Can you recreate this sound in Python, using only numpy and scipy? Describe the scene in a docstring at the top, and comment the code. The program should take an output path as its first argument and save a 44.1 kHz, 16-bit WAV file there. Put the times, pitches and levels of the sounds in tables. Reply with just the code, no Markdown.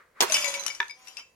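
"""Clothes rustle with a swing, then a glass bottle cracks, thuds and bursts on a concrete terrace.
Splinters and liquid spray over the floor while a hollow note sinks. The larger pieces bounce, each
contact exciting their natural modes. A bare foot slaps down, a faint far tone comes and goes, and
the last pieces settle. Throughout, outdoor air murmurs and low walls return short echoes."""
import sys
import numpy as np
from scipy import signal
from scipy.fft import rfft, irfft
from scipy.io import wavfile
from scipy.ndimage import uniform_filter1d

SR = 44100
rng = np.random.default_rng(int(sys.argv[2]) if len(sys.argv) > 2 else 0)


def persist_wave(psi):
    """Save psi, clipped to +-1, as 16-bit WAV."""
    counts = np.round(np.clip(psi, -1, 1) * 32767).astype(np.int16)
    wavfile.write(sys.argv[1], SR, np.atleast_2d(counts).T)


N = 59535
TIME = np.arange(N) / SR

# Spectra of the noise sources. 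Each row: frequency in Hz, relative level in dB.
AIR_SPECTRUM = [(15, -51.5), (25, -9), (277, -12), (427, -10.5), (503, -3.5), (796, -15.5), (1020, -9),
                (1290, -20.5), (2110, -14.5), (2910, -23.5), (16000, -30)]
RUSTLE_SPECTRUM = [(200, -13), (480, 3.5), (750, -6.5), (1200, 10), (2000, 6.5), (3000, -11.5),
                   (12000, -26.5)]
SLAP_SPECTRUM = [(200, -40), (390, -35), (660, -15), (930, -7), (1100, -14), (1670, 0.5), (2050, -9.5),
                 (2500, -6.5), (3150, -20), (3560, -8), (4220, -30.5), (5500, -16), (7700, -39),
                 (12000, -50)]
SPATTER_SPECTRUM = [(100, -18), (220, -10), (400, -9), (1000, 0), (1600, -1), (2400, 0), (4000, -7),
                    (6500, -7), (9000, -22), (16000, -34)]
SPLINTER_SPECTRUM = [(2400, -6.5), (4000, -6), (6200, 4.5), (8000, -2.5), (11000, 2), (15000, -6.5)]
TICK_SPECTRUM = [(300, -51), (900, -2.5), (2500, 3), (6000, 3.5), (10500, -4), (16000, -25)]
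THUD_SPECTRUM = [(40, -46.5), (100, -37), (170, -23.5), (280, -45.5), (380, 1), (600, -13.5), (920, -2),
                 (1400, -10.5), (2600, -14), (6000, -21)]
CRACK_SPECTRUM = [(40, -21), (90, -34.5), (300, -19.5), (555, -1.5), (1360, -7), (2650, -5), (5250, -1.5),
                  (6740, 0), (9000, -15), (14200, -15.5), (16000, -40.5)]
# Likeness of the noise at the two ears. Each row: frequency in Hz, left-right correlation.
CORRELATION = [(60, 1), (350, 0.75), (1000, 0.28), (3000, 0.5), (12000, 0.2)]
# Envelopes of cloth, liquid and splinters. Each row: time in seconds, level in dB.
RUSTLE_ENVELOPE = [(0, -52), (0.06, -66), (0.143, -73.5), (0.165, -55.5), (0.195, -50.5), (0.215, -41)]
SPATTER_ENVELOPE = [(0.205, -80), (0.225, -75), (0.28, -39.5), (0.36, -32.5), (0.42, -40), (0.47, -37.5),
                    (0.56, -42.5), (0.64, -44), (0.69, -45), (0.77, -54.5), (0.95, -66), (1.09, -55),
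                    (1.14, -63), (1.19, -49), (1.28, -81)]
SPLINTER_ENVELOPE = [(0.205, -73), (0.215, -53), (0.275, -43), (0.34, -32), (0.41, -34.5), (0.47, -37.5),
                     (0.52, -38.5), (0.56, -39.5), (0.65, -51.5), (0.76, -52.5), (0.93, -67.5), (1.08, -55),
                     (1.15, -57.5), (1.35, -78)]
# Partials of the far tone. Each row: frequency in Hz, level in dB.
FAR_PARTIALS = [(763, -64.5), (1013, -66), (1268, -73)]
# Course of the hollow note. Each row: time in seconds, frequency in Hz, level in dB.
HOLLOW_GLIDE = [(0.28, 669.3, -68), (0.307, 632.8, -34.5), (0.333, 610, -45.5), (0.431, 599, -47.5),
                (0.484, 560.6, -33.5), (0.53, 562, -47.5), (0.58, 559.6, -40), (0.661, 559, -56.5),
                (0.781, 563, -76)]
# Blows of the foot, the bottle's body and the breaking glass.
# Each row: start in seconds, level in dB, time to decay by 60 dB (T60) in seconds.
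FOOT_SLAPS = [(0.8018, -11.5, 0.026), (0.8085, -29.5, 0.015), (0.828, -26, 0.021), (0.853, -53, .09)]
BODY_THUDS = [(0.2055, -23.5, 0.15), (0.2215, -14, 0.069), (0.231, -22, 0.12)]
GLASS_CRACKS = [(0.2053, -5, 0.017), (0.2105, -14, 0.061), (0.231, -22.5, 0.037)]
# Modes of the slap's hollow ring and of each named glass piece.
# Each row: frequency in Hz, relative level in dB, T60 in seconds, left minus right in dB.
SLAP_MODES = [(385, -45.5, 0.13, -3), (952, -27, 0.11, -0.5), (1598, -28.5, 0.047, -10),
              (1765, -22.5, 0.053, 4.5), (2390, -44, 0.065, -5)]
PIECE_MODES = { "large": [(2276, -1, 0.23, 0), (2300, -16.5, 0.24, -7.5), (1980, -23.5, 0.61, 0),
               (3470, -16.5, 0.23, -14), (4880, -16, 0.19, 1.5), (6255, -20.5, 1, -0.5),
               (7000, -9.5, 0.12, 2.5)], "bright": [(2980, -5.5, 0.17, 0), (4556, -29, 0.96, -17),
               (5600, -8.5, 0.2, 6), (5593, 4.5, 0.065, 7), (5946, -3.5, 0.088, 6), (6990, -13.5, 0.39, 2),
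               (8400, -7.5, 0.082, -9), (10900, -10, 0.067, 15), (10530, -29, 0.06, 3),
               (12820, -22.5, .14, -15)], "flat": [(2270, -2, 0.098, 7), (2290, 1, .1, 4),
               (3600, -10, 0.057, -14), (5002, 0, 0.11, 1)], "curved": [(2685, -2.5, 0.12, 6),
               (2663, -12, 0.32, 2), (2430, -3, 0.057, -1.5), (3053, -14, 0.099, -17),
               (5022, -2.5, 0.11, 2.5), (5628, 0.5, 0.057, 6.5)], "thin": [(4040, 1.5, 0.086, -19),
               (4950, -5, 0.45, 9), (6210, 12, 0.11, 0), (6360, 7, 0.086, 9), (8400, -21, 0.36, -3.5),
               (8900, -16, 0.145, 4.5), (9870, 1, 0.18, 12.5), (11560, -22, 0.16, -8.5),
               (14400, -13.5, .14, -11)]}
# Pieces hit the floor.
# Each row: start in seconds, piece, ring level in dB, tick level in dB, left minus right in dB.
BOUNCES = [(0.298, "curved", -32, -21, 0), (0.321, "thin", -34, -12.5, 6.5),
           (0.326, "curved", -58, -29, -7), (0.3419, "bright", -17.5, -13.5, 0.5),
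           (0.344, "curved", -22, -29, -2), (0.353, "large", -21, -35, 6.5),
           (0.367, "bright", -30, -19, -14), (0.424, "curved", -27, -45, -1),
           (0.443, "large", -26, -25.5, 20), (0.457, "large", -31.5, -32, 23),
           (0.4785, "thin", -39, -26, 4), (0.5394, "curved", -36, -20, -4),
           (0.547, "large", -32, -35, 14.5), (0.5948, "thin", -44, -50, -14),
           (0.6355, "thin", -48.5, -28, -7), (0.6633, "bright", -28.5, -16.5, 5.5),
           (0.680, "thin", -49, -21, 7.5), (0.701, "flat", -34, -44, 2.5),
           (0.748, "bright", -43, -33.5, 3.5), (0.842, "thin", -77, -50, 12),
           (0.881, "thin", -66, -36.5, -1), (0.896, "flat", -41.5, -46, 9.5),
           (0.908, "flat", -40.5, -36, 2), (1.072, "curved", -50.5, -40.5, 15),
           (1.081, "bright", -43.5, -37.5, 4.5), (1.169, "curved", -37, -31, 7.5),
           (1.182, "bright", -47.5, -54, 5.5), (1.194, "curved", -43, -41.5, -13.5),
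           (1.206, "flat", -57, -50, 10.5)]
# Wall reflections. Each row: left and right delays in seconds, gain before filtering in dB.
WALL_ECHOES = [(0.013, .015, -13.5), (.027, .0285, -32), (.053, .051, -32)]

LEFT_LEAD_S, SPRAY_PAN_DB = 0.0001, 0.5


def from_db(db):
    """Amplitude grows tenfold for every 20 dB."""
    return 10 ** (np.asarray(db) / 20)


def unit_rms(x):
    """Division by the rms value gives unit mean power."""
    return x / np.sqrt(np.mean(x ** 2) + 1e-20)


def envelope(rows):
    """Straight lines in dB give exponential rises and falls, with silence outside them."""
    return from_db(np.interp(TIME, *np.transpose(rows), left=-150, right=-150))


def at_hz(points, hz):
    """Interpolation in log frequency treats all octaves alike."""
    frequencies, values = np.transpose(points)
    return np.interp(np.log(np.maximum(hz, 1)), np.log(frequencies), values)


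def place(x, pan_db, lead_s=0):
    """Differences of level and arrival time set direction; positive values favour the left."""
    left, right = np.broadcast_to(x, (2, N))
    delayed = np.interp(TIME - lead_s, TIME, right)
    return np.array([left * from_db(pan_db / 2), delayed * from_db(-pan_db / 2)])


def coloured(white, spectrum):
    """The weighted sum and difference of two independent signals form a partly correlated pair."""
    hz = np.fft.rfftfreq(N, 1 / SR)
    alike = np.clip(at_hz(CORRELATION, hz), -.99, .99)
    mid, side = rfft(white) * from_db(at_hz(spectrum, hz))
    mid, side = np.sqrt(1 + alike) * mid, np.sqrt(1 - alike) * side
    return unit_rms(irfft([mid + side, mid - side], N))


def noise(spectrum):
    """Filtered white noise takes on the spectrum of the filter."""
    return coloured(rng.standard_normal((2, N)), spectrum)


def decay(start, t60, contact_s=0.0015):
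    """A damped vibration builds during contact and dies exponentially."""
    age = np.maximum(TIME - start, 0)
    return np.minimum(age / contact_s, 1) * from_db(-60 * age / t60)


def burst(source, start, db, t60):
    """An impact is a transient whose energy is set by its level and decay time."""
    shape = decay(start, t60)
    return from_db(db) * unit_rms(source * shape) * np.sqrt(np.mean(shape ** 2))


def blows(rows, spectrum):
    """Successive blows on one body share a spectrum and superpose."""
    return sum(burst(noise(spectrum), *row) for row in rows)


def grains(per_s, spread_db):
    """Independent small impacts form shot noise: random clicks of uneven size."""
    sizes = from_db(spread_db * np.minimum(rng.exponential(1, N), 4))
    return (rng.random(N) < per_s / SR) * sizes * rng.choice([-1, 1], N)


def modal_ring(modes, strikes, spread_db=2):
    """Each strike adds energy to every natural mode, and each mode loses it at its own rate."""
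    ear_time = TIME - np.array([[0], [.00005]])  # the right ear hears it later
    out = 0
    for hz, mode_db, t60, mode_pan_db in modes:
        chance_db = spread_db * rng.standard_normal(len(strikes))
        energy = 0
        for (start, db, pan_db), extra_db in zip(strikes, chance_db):
            balance = from_db([pan_db + mode_pan_db, -pan_db - mode_pan_db])
            amplitude = from_db(db + mode_db + extra_db) * decay(start, t60)
            energy = energy + np.outer(balance, amplitude ** 2)
        out = out + np.sqrt(energy) * np.sin(2 * np.pi * (hz * ear_time + rng.random()))
    return out


def outdoor_air():
    """Stationary noise forms a quiet floor under the scene."""
    return from_db(-68) * noise(AIR_SPECTRUM)


def far_tone(start_s=0.94, end_s=1.17, fade_s=0.047):
    """Three steady partials superpose into a faint tone that fades in and out."""
    gate = np.clip(np.minimum(TIME - start_s, end_s - TIME) / fade_s, 0, 1)
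    return gate * sum(from_db(db) * np.sin(2 * np.pi * hz * TIME) for hz, db in FAR_PARTIALS)


def clothes_rustle():
    """Friction in the cloth makes noise that follows the swing."""
    return place(envelope(RUSTLE_ENVELOPE) * noise(RUSTLE_SPECTRUM), SPRAY_PAN_DB)


def hollow_note(waver_db=3, upper_ratio=1.735, upper_db=-6.5):
    """A cavity resonance, likely air in the broken neck, wavers and sinks with a weaker upper mode."""
    times, hz, db = np.transpose(HOLLOW_GLIDE)
    phase = 2 * np.pi * np.cumsum(np.interp(TIME, times, hz)) / SR
    smoothing = signal.butter(2, 40, fs=SR, output="sos")
    waver = unit_rms(signal.sosfilt(smoothing, rng.standard_normal((2, N))))
    lower_gain, upper_gain = from_db(waver_db * waver)
    lower = lower_gain * np.sin(phase)
    upper = from_db(upper_db) * upper_gain * np.sin(upper_ratio * phase + waver[0])
    return place(np.sqrt(2) * (lower + upper) * envelope(list(zip(times, db))), 0, LEFT_LEAD_S)


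def bare_foot(pan_db=1):
    """Ball and sole land, then scuff; the first impact excites a short hollow resonance."""
    slaps = place(blows(FOOT_SLAPS, SLAP_SPECTRUM), pan_db)
    return slaps + modal_ring(SLAP_MODES, [(FOOT_SLAPS[0][0], 0, pan_db)])


def spatter(drop_share=0.65):
    """The shot noise of drops and grit adds in power to a smooth wash of foam."""
    drops = unit_rms(np.array([grains(per_s=4600, spread_db=5) for _ in range(2)]))
    foam = rng.standard_normal((2, N))
    spray = coloured(np.sqrt(drop_share) * drops + np.sqrt(1 - drop_share) * foam, SPATTER_SPECTRUM)
    return place(spray * envelope(SPATTER_ENVELOPE), SPRAY_PAN_DB, LEFT_LEAD_S)


def splinters(count=56, t60_cycles=1500):
    """Each small fragment is a damped resonator with its own pitch and place, struck at random."""
    clicks = grains(per_s=800, spread_db=1.5)
    struck = rng.integers(0, count, N)
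    pitches_hz = np.geomspace(2400, 15000, count) * rng.uniform(.98, 1.02, count)
    out = 0
    for k, hz in enumerate(pitches_hz):
        radius, angle = from_db(-60 * hz / (t60_cycles * SR)), 2 * np.pi * hz / SR
        feedback = [1, -2 * radius * np.cos(angle), radius * radius]
        ring = signal.lfilter([np.sin(angle)], feedback, clicks * (struck == k) + 1e-18)
        ring = place(ring, SPRAY_PAN_DB + 4 * rng.normal(), LEFT_LEAD_S * rng.normal(1, 1))
        out = out + from_db(at_hz(SPLINTER_SPECTRUM, hz)) * ring
    running_rms = np.sqrt(uniform_filter1d(np.mean(out ** 2, axis=0), size=2000) + 1e-12)
    return out / running_rms * envelope(SPLINTER_ENVELOPE)


def contact_ticks():
    """The brief, hard contact of a piece with concrete radiates a broadband tick."""
    contact = noise(TICK_SPECTRUM)
    return sum(place(burst(contact, start, db, t60=.016), pan_db, LEFT_LEAD_S)
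               for start, _, _, db, pan_db in BOUNCES)


def ringing_pieces():
    """Each larger piece vibrates freely in its own modes after each of its bounces."""
    out = 0
    for name, modes in PIECE_MODES.items():
        strikes = [(start, db, pan_db) for start, piece, db, _, pan_db in BOUNCES if piece == name]
        out = out + modal_ring(modes, strikes)
    return out


def bottle_smash():
    """Brittle fracture radiates sharp cracks as the body, driven against the floor, thuds."""
    cracks = place(blows(GLASS_CRACKS, CRACK_SPECTRUM), pan_db=0.5, lead_s=LEFT_LEAD_S)
    thuds = place(blows(BODY_THUDS, THUD_SPECTRUM), pan_db=-4.5, lead_s=LEFT_LEAD_S)
    return cracks + thuds


def terrace_echoes(x):
    """Convolution gives dull reflections and a diffuse tail; the low walls return little bass."""
    response = rng.standard_normal((2, N)) * decay(start=.006, t60=0.23)
    response *= from_db(-8.5) / np.sqrt(np.sum(response ** 2) / 2)
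    for left_s, right_s, db in WALL_ECHOES:
        response[[0, 1], [int(left_s * SR), int(right_s * SR)]] += from_db(db)
    response = signal.sosfilt(signal.butter(1, 3250, fs=SR, output="sos"), response)
    response = signal.sosfilt(signal.butter(2, 470, "high", fs=SR, output="sos"), response)
    return signal.fftconvolve(x, response, axes=1)[:, :N]


def scene():
    """Direct sound, reflections and background superpose; ringing glass feeds the echoes more."""
    impacts = bare_foot() + bottle_smash() + contact_ticks() + splinters() + spatter()
    rings = ringing_pieces()
    echoes = terrace_echoes(impacts + from_db(3) * rings)
    return impacts + rings + echoes + hollow_note() + outdoor_air() + clothes_rustle() + far_tone()


def record(dry):
    """A steep low-pass filter limits the bandwidth to 16 kHz."""
    return signal.sosfilt(signal.ellip(10, .1, 80, 16000, fs=SR, output="sos"), dry)


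dry = scene()
out = record(dry)
persist_wave(out)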